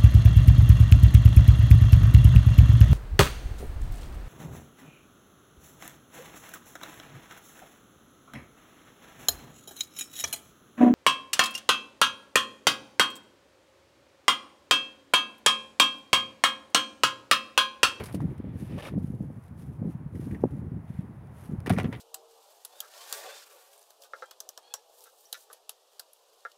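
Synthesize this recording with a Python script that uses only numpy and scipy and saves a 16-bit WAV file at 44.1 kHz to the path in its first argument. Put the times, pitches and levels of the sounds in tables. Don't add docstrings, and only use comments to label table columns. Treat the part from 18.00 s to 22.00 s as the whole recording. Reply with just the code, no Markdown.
import sys
import numpy as np
from scipy.fft import rfft, irfft, next_fast_len
from scipy.io import wavfile
from scipy.ndimage import map_coordinates

SR = 44100
rng = np.random.default_rng(int(sys.argv[2]) if len(sys.argv) > 2 else 0)


def wav_out(sig):
    wavfile.write(sys.argv[1], SR, np.round(np.clip(np.atleast_2d(sig).T, -1, 1) * 32767).astype(np.int16))


N = 176400
ATTACK_S = 0.00052

# start in seconds, crack, clatter and chip levels in dB,
# clatter and chip T60 in seconds.
IMPACTS = [(-.002,-45,-34.5,-61,0.17,0.11),(.084,-62,-46,-70,0.19,0.055),(0.2016,-63,-47,-69,0.031,.03),(3.661,-54,-41.5,-44,0.038,.073),(3.6693,-50,-31.5,-49.5,0.075,.04),(3.6954,-25.5,-26.5,-37.5,0.054,.04),(3.702,-35,-25.5,-50,0.062,0.1),(3.7338,-36,-38,-52.5,.06,0.14),(3.777,-36,-33.5,-56,.05,.05),(3.784,-26,-28,-43.5,0.079,0.074),(3.799,-34.5,-32.5,-56,0.087,0.11),(3.8424,-44,-35.5,-73,.09,.1),(3.9265,-34,-35.5,-55,0.1,0.038)]
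# frequency in Hz, density in dB.
CRACK_SPECTRUM = [(400,-8),(900,3),(2500,6),(5500,-14.5),(8000,-15),(16000,-36)]
CLATTER_SPECTRUM = [(150,-39),(400,10.5),(750,-1),(1000,0.5),(1500,-5),(2300,-3.5),(3100,-11),(4500,-21),(7000,-32),(16000,-56)]
CHIP_SPECTRUM = [(800,2.5),(2500,-3),(4200,-1),(5500,3),(7300,-7),(8300,-3),(9400,3.5),(10700,-5),(12000,-4),(14000,-8),(16000,-13)]
def stones():
    cracks = sum(amp(db) * strike(s, t60=0.015) for s, db, *_ in IMPACTS)
    clatter = sum(amp(db) * strike(s, t60) for s, _, db, _, t60, _ in IMPACTS)
    chips = sum(amp(db) * strike(s, t60) for s, _, _, db, _, t60 in IMPACTS)
    return (cracks * noise(CRACK_SPECTRUM)
            + clatter * noise(CLATTER_SPECTRUM, grain_db=2.5)
            + chips * noise(CHIP_SPECTRUM, grain_db=-2.5))


# frequency in Hz, relative level in dB, T60 in seconds.
TUB_MODES = [(743,8,0.14),(1177,-4.5,0.39),(1357,-2,0.27),(1440,-8,0.3),(1666,-6,0.2),(1854,-6,.22),(1956,-2.5,0.26),(2250,-12,0.25),(2430,-6,.18),(2640,-17,0.12),(3400,-8,0.15)]
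def tub():
    t = clock()
    out = np.zeros(N)
    for s, _, clatter_db, *_ in IMPACTS:
        near = (t > s) & (t < s + .5)
        age = t[near] - s
        attack = 1 - np.exp(-age / ATTACK_S)
        for hz, db, t60 in TUB_MODES:
            size, phase, detune = rng.standard_normal(3)
            envelope = attack * amp(clatter_db + db + 2 * size - 60 * age / t60)
            out[near] += envelope * np.sin(2 * np.pi * (hz * (1 + .009 * detune) * age + phase))
    return amp(-19) * out


# time in seconds, peak level in dB, pitch in Hz.
DULL_KNOCKS = [(.1455,-28,533),(.204,-34,1000),(.443,-40,600),(.939,-35,560),(.979,-32,520),(1.137,-43,570),(1.205,-39,590),(1.302,-40,560),(1.826,-35,560),(2.4402,-22.5,877),(2.4545,-28,564),(3.7045,-16.5,800),(3.7865,-22,750)]
def knocks():
    return thuds(DULL_KNOCKS, rise=0.22, fall=1.42, sag=0.14)


# frequency in Hz, relative level in dB, T60 in seconds.
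EDGE_MODES = [(8200,-4,0.049),(10600,-2,0.041),(10670,0.5,0.046),(13600,-2,.032),(14000,0,.032)]
def stone_edge(start_s=3.696, level_db=-39):
    return sum(amp(level_db + db) * strike(start_s, t60) * np.sin(2 * np.pi * hz * clock())
               for hz, db, t60 in EDGE_MODES)


# start in seconds, level in dB.
PEBBLE_TAPS = [(0.204,-49),(2.152,-55),(2.310,-48.5),(2.346,-46),(3.662,-36),(3.763,-40)]
# frequency in Hz, density in dB.
PEBBLE_SPECTRUM = [(600,-11),(1400,-10),(1850,6),(2300,-5.5),(4000,-26),(9000,-32),(16000,-33)]
def pebbles():
    return sum(amp(db) * strike(s, t60=0.068) for s, db in PEBBLE_TAPS) * noise(PEBBLE_SPECTRUM)


# start in seconds, level in dB, T60 in seconds.
GRIT_TICKS = [(0.037,-39.5,.07),(.057,-44.5,0.095),(.086,-66,.1),(0.125,-47.5,.046),(.138,-50,0.022),(0.1448,-41,0.063),(0.205,-51,.015),(0.215,-56,.048),(.379,-61,0.055),(0.98,-64.5,.08),(1.48,-59.5,0.031),(2.154,-58.5,.035),(2.255,-52.5,0.017),(2.313,-55,.025),(2.408,-60,.025),(2.508,-63,.03),(2.567,-64,.025),(3.271,-59,.015),(3.603,-43,0.0096),(3.723,-45.5,0.068),(3.8315,-43,0.018)]
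# frequency in Hz, density in dB.
GRIT_SPECTRUM = [(500,-1.5),(2000,-4.5),(5000,-7.5),(7500,-12),(8700,-9),(9400,-2),(11500,-9),(13500,-11),(16000,-17)]
def grit():
    envelope = sum(amp(db) * strike(s, t60) for s, db, t60 in GRIT_TICKS)
    return envelope * noise(GRIT_SPECTRUM, grain_db=1)


# start and end in seconds, relative level in dB.
BOOT_PUSHES = [(.59,.75,-61),(.7,.77,-55.5),(.781,.81,-46),(.826,.85,-44),(.853,.886,-42.5)]
# frequency in Hz, density in dB.
SOIL_SPECTRUM = [(250,5.5),(550,5),(1200,-0.5),(1700,-4),(2600,0),(3600,-10),(5000,-11),(7500,-21),(9500,-12),(13000,-20),(16000,-28)]
# frequency and bandwidth in Hz, gain in dB.
LOOSE_STONES = [(545,114,7),(1243,35,1.5),(1740,67,-0.5),(2340,100,-13),(2880,170,-14),(3680,100,-6)]
# start in seconds, relative level in dB, pitch in Hz.
SOLE_CATCHES = [(.778,-39,603),(0.7857,-48,1160),(.786,-54,2920),(0.823,-48.5,2920),(0.854,-46,1230),(0.8552,-43,2340),(0.8838,-45,1240)]
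def boot():
    def resonances(f):
        return sum((-1) ** k * amp(db) * 1j * f * width / (hz * hz - f * f + 1j * f * width)
                   for k, (hz, width, db) in enumerate(LOOSE_STONES))

    slip = amp(-2) * noise(SOIL_SPECTRUM, grain_db=1)
    fine_catches = amp(-2.5) * unit(filtered(ticks(per_s=350), resonances))
    rasps = sum(amp(db) * strike(s, t60=0.034) * band(hz, width=0.18) for s, db, hz in SOLE_CATCHES)
    return strokes(BOOT_PUSHES, rise_s=0.0047, fall_s=.011) * (slip + fine_catches) + 2 * rasps


# start and end in seconds, level in dB.
SOLE_TWISTS = [(.17,.30,-69),(.30,.42,-69.5),(.44,.57,-67.5),(.69,.83,-64.5),(.87,.94,-67.5),(2.88,3.02,-69.5),(3.16,3.4,-79),(3.932,3.948,-49)]
# frequency in Hz, density in dB.
GRAVEL_SPECTRUM = [(1200,-11),(1900,6.5),(2900,-3.5),(3500,-3),(4200,-12),(5100,-18),(6500,-29),(12000,-34)]
def gravel():
    return strokes(SOLE_TWISTS, rise_s=0.0081, fall_s=0.019) * noise(GRAVEL_SPECTRUM, grain_db=3)


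# start and end in seconds, level in dB.
MOVES = [(0,.1,-61),(.17,.32,-72.5),(.6,.67,-62),(.74,.93,-73),(1.02,1.075,-65.5),(1.1,1.26,-72),(1.28,1.44,-75.5),(1.45,1.48,-73),(1.595,1.635,-66),(1.67,1.76,-73.5),(1.89,1.915,-68.5),(2.16,2.37,-69),(2.205,2.25,-64),(2.42,2.6,-73.5),(2.89,3.01,-72),(3.365,3.52,-67.5),(3.4,3.46,-64.5),(3.75,3.99,-67)]
# frequency in Hz, density in dB.
CLOTH_SPECTRUM = [(1200,2.5),(2800,-0.5),(4500,-6.5),(6000,-5),(8400,-7),(9400,1.5),(12500,-3),(14000,-8.5),(16000,-13.5)]
def clothes():
    swish = noise(CLOTH_SPECTRUM, grain_db=3)
    crinkle = amp(-8) * coloured(ticks(per_s=310), CLOTH_SPECTRUM)
    flicker = amp(1.8 * wobble(60))
    return strokes(MOVES, rise_s=0.038, fall_s=0.036) * flicker * (swish + crinkle)


# time in seconds, relative level in dB.
WIND_STRENGTH = [(0,-42.5),(.11,-44),(0.161,-40),(.3,-34.5),(.36,-42.5),(0.461,-40.5),(.62,-40.5),(0.771,-38.5),(.85,-52),(.95,-35.5),(1.08,-41),(1.328,-40),(1.409,-48.5),(1.6,-44),(1.74,-42.5),(1.86,-34.5),(1.93,-43),(2.02,-44),(2.18,-40),(2.34,-37.5),(2.6,-41),(2.79,-40.5),(2.86,-45),(3.0,-43.5),(3.2,-45.5),(3.36,-50),(3.47,-42.5),(3.54,-39.5),(3.63,-44.5),(3.729,-34),(3.902,-36.5),(4,-46)]
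# frequency in Hz, density in dB.
BUFFET_SPECTRUM = [(20,-49),(40,-23),(62,-6),(85,-1.5),(130,1),(200,-5.5),(300,-13),(450,-23.5),(700,-37),(1200,-56),(2500,-95)]
# time in seconds, peak level in dB, pitch in Hz.
WIND_PUFFS = [(.146,-19.5,245),(.156,-22.5,230),(.205,-26.5,176),(.257,-19.5,141),(.291,-25.5,160),(.402,-24.5,271),(.444,-30,267),(.462,-27,202),(.941,-34,199),(.966,-26,222),(.980,-17,195),(1.045,-18.5,183),(1.104,-23,190),(1.142,-25,170),(1.208,-23,197),(1.303,-37,243),(1.82,-21.5,190),(1.877,-24,206),(1.955,-24.5,149),(2.064,-24,143),(2.197,-24.5,256),(2.312,-25.5,200),(2.439,-7,398),(2.447,-17,210),(2.455,-16,235),(2.594,-23,143),(2.72,-26,159),(2.765,-23,162),(2.905,-25.5,158),(2.992,-20.5,162),(3.497,-24.5,182),(3.537,-21.5,172),(3.587,-23,115),(3.678,-20,300),(3.708,-9.5,192),(3.717,-13,133),(3.775,-15,182),(3.892,-22,212)]
def wind(flutter_db=3.5, split_hz=173, upper_swing=1.97):
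    strength_db = np.interp(clock(), *np.transpose(WIND_STRENGTH))
    mean_db = strength_db.mean()
    eddy_db = strength_db - mean_db + flutter_db * np.tanh(wobble(40))
    flow = noise(BUFFET_SPECTRUM)
    low = filtered(flow, lambda hz: 1 / (1 + (hz / split_hz) ** 4))
    buffeting = low * amp(eddy_db) + (flow - low) * amp(upper_swing * eddy_db)
    return amp(mean_db + 2) * buffeting + thuds(WIND_PUFFS, rise=0.25, fall=0.47, sag=0.11)


# time in seconds, relative level in dB.
TREE_SWELL = [(0,-62),(.55,-64),(1.1,-66),(1.8,-65),(2.3,-63),(2.8,-63.5),(3.1,-62.5),(4,-61.5)]
# frequency in Hz, density in dB.
FOREST_SPECTRUM = [(30,-14),(120,16),(300,-2.5),(600,2),(900,1.5),(1300,-4),(2000,-10),(2800,-20),(4200,-28.5),(8300,-32),(9600,-24),(12000,-30),(16000,-31)]
def forest(gain_db=8.5, sway_db=1):
    swell_db = np.interp(clock(), *np.transpose(TREE_SWELL))
    return amp(gain_db + swell_db + sway_db * wobble(5.7)) * noise(FOREST_SPECTRUM)


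def strike(s, t60):
    age = np.clip(clock() - s, 0, 2)
    return (1 - np.exp(-age / ATTACK_S)) * amp(-60 * age / t60)


def thuds(rows, rise, fall, sag):
    out = np.zeros(N)
    for s, db, hz in rows:
        near = np.abs(clock() - s) < .04
        cycles = (clock()[near] - s) * hz
        shape = np.exp(-np.logaddexp(-cycles / rise, cycles / fall))
        phase = cycles - sag * (np.hypot(cycles, 1) - 1)
        out[near] += amp(db) * shape / shape.max() * np.sin(2 * np.pi * phase)
    return out


def strokes(rows, rise_s, fall_s):
    t = clock()
    envelopes = (amp(db) * np.exp(np.minimum(t - start, 0) / rise_s - np.maximum(t - end, 0) / fall_s)
                 for start, end, db in rows)
    return np.sqrt(sum(envelope ** 2 for envelope in envelopes))


def noise(points, grain_db=0):
    return coloured(rng.standard_normal(N) * amp(grain_db * wobble(900)), points)


def band(hz, width):
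    return unit(filtered(rng.standard_normal(N), lambda f: 1 / (1 + 2 * ((f - hz) / (width * hz)) ** 2)))


def ticks(per_s):
    return (rng.random(N) < per_s / SR) * rng.standard_normal(N)


def wobble(rate):
    return map_coordinates(rng.standard_normal(int(N * rate / SR) + 4), [clock() * rate])


def coloured(x, points):
    hz, db = np.transpose(points)
    return unit(filtered(x, lambda f: amp(np.interp(np.log(f + 1), np.log(hz + 1), db))))


def filtered(x, response):
    size = next_fast_len(N + 8192)
    return irfft(rfft(x, size) * response(np.fft.rfftfreq(size, 1 / SR)), size)[:N]


def amp(db):
    return 10 ** (np.asarray(db) / 20)


def unit(x):
    return x / np.sqrt(np.mean(x ** 2) + 1e-20)


def clock():
    return np.arange(N) / SR


def scene():
    hits = stones() + tub() + knocks() + stone_edge()
    gathering = pebbles() + grit() + boot() + gravel() + clothes()
    return (hits + gathering + wind() + forest())[None]


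def record(dry):
    low_hz, top_hz = 40, 15850
    return filtered(dry[0], lambda hz: hz ** 2 / np.hypot(hz ** 2, low_hz ** 2) * (hz < top_hz))[None]


dry = scene()
out = record(dry)
wav_out(out)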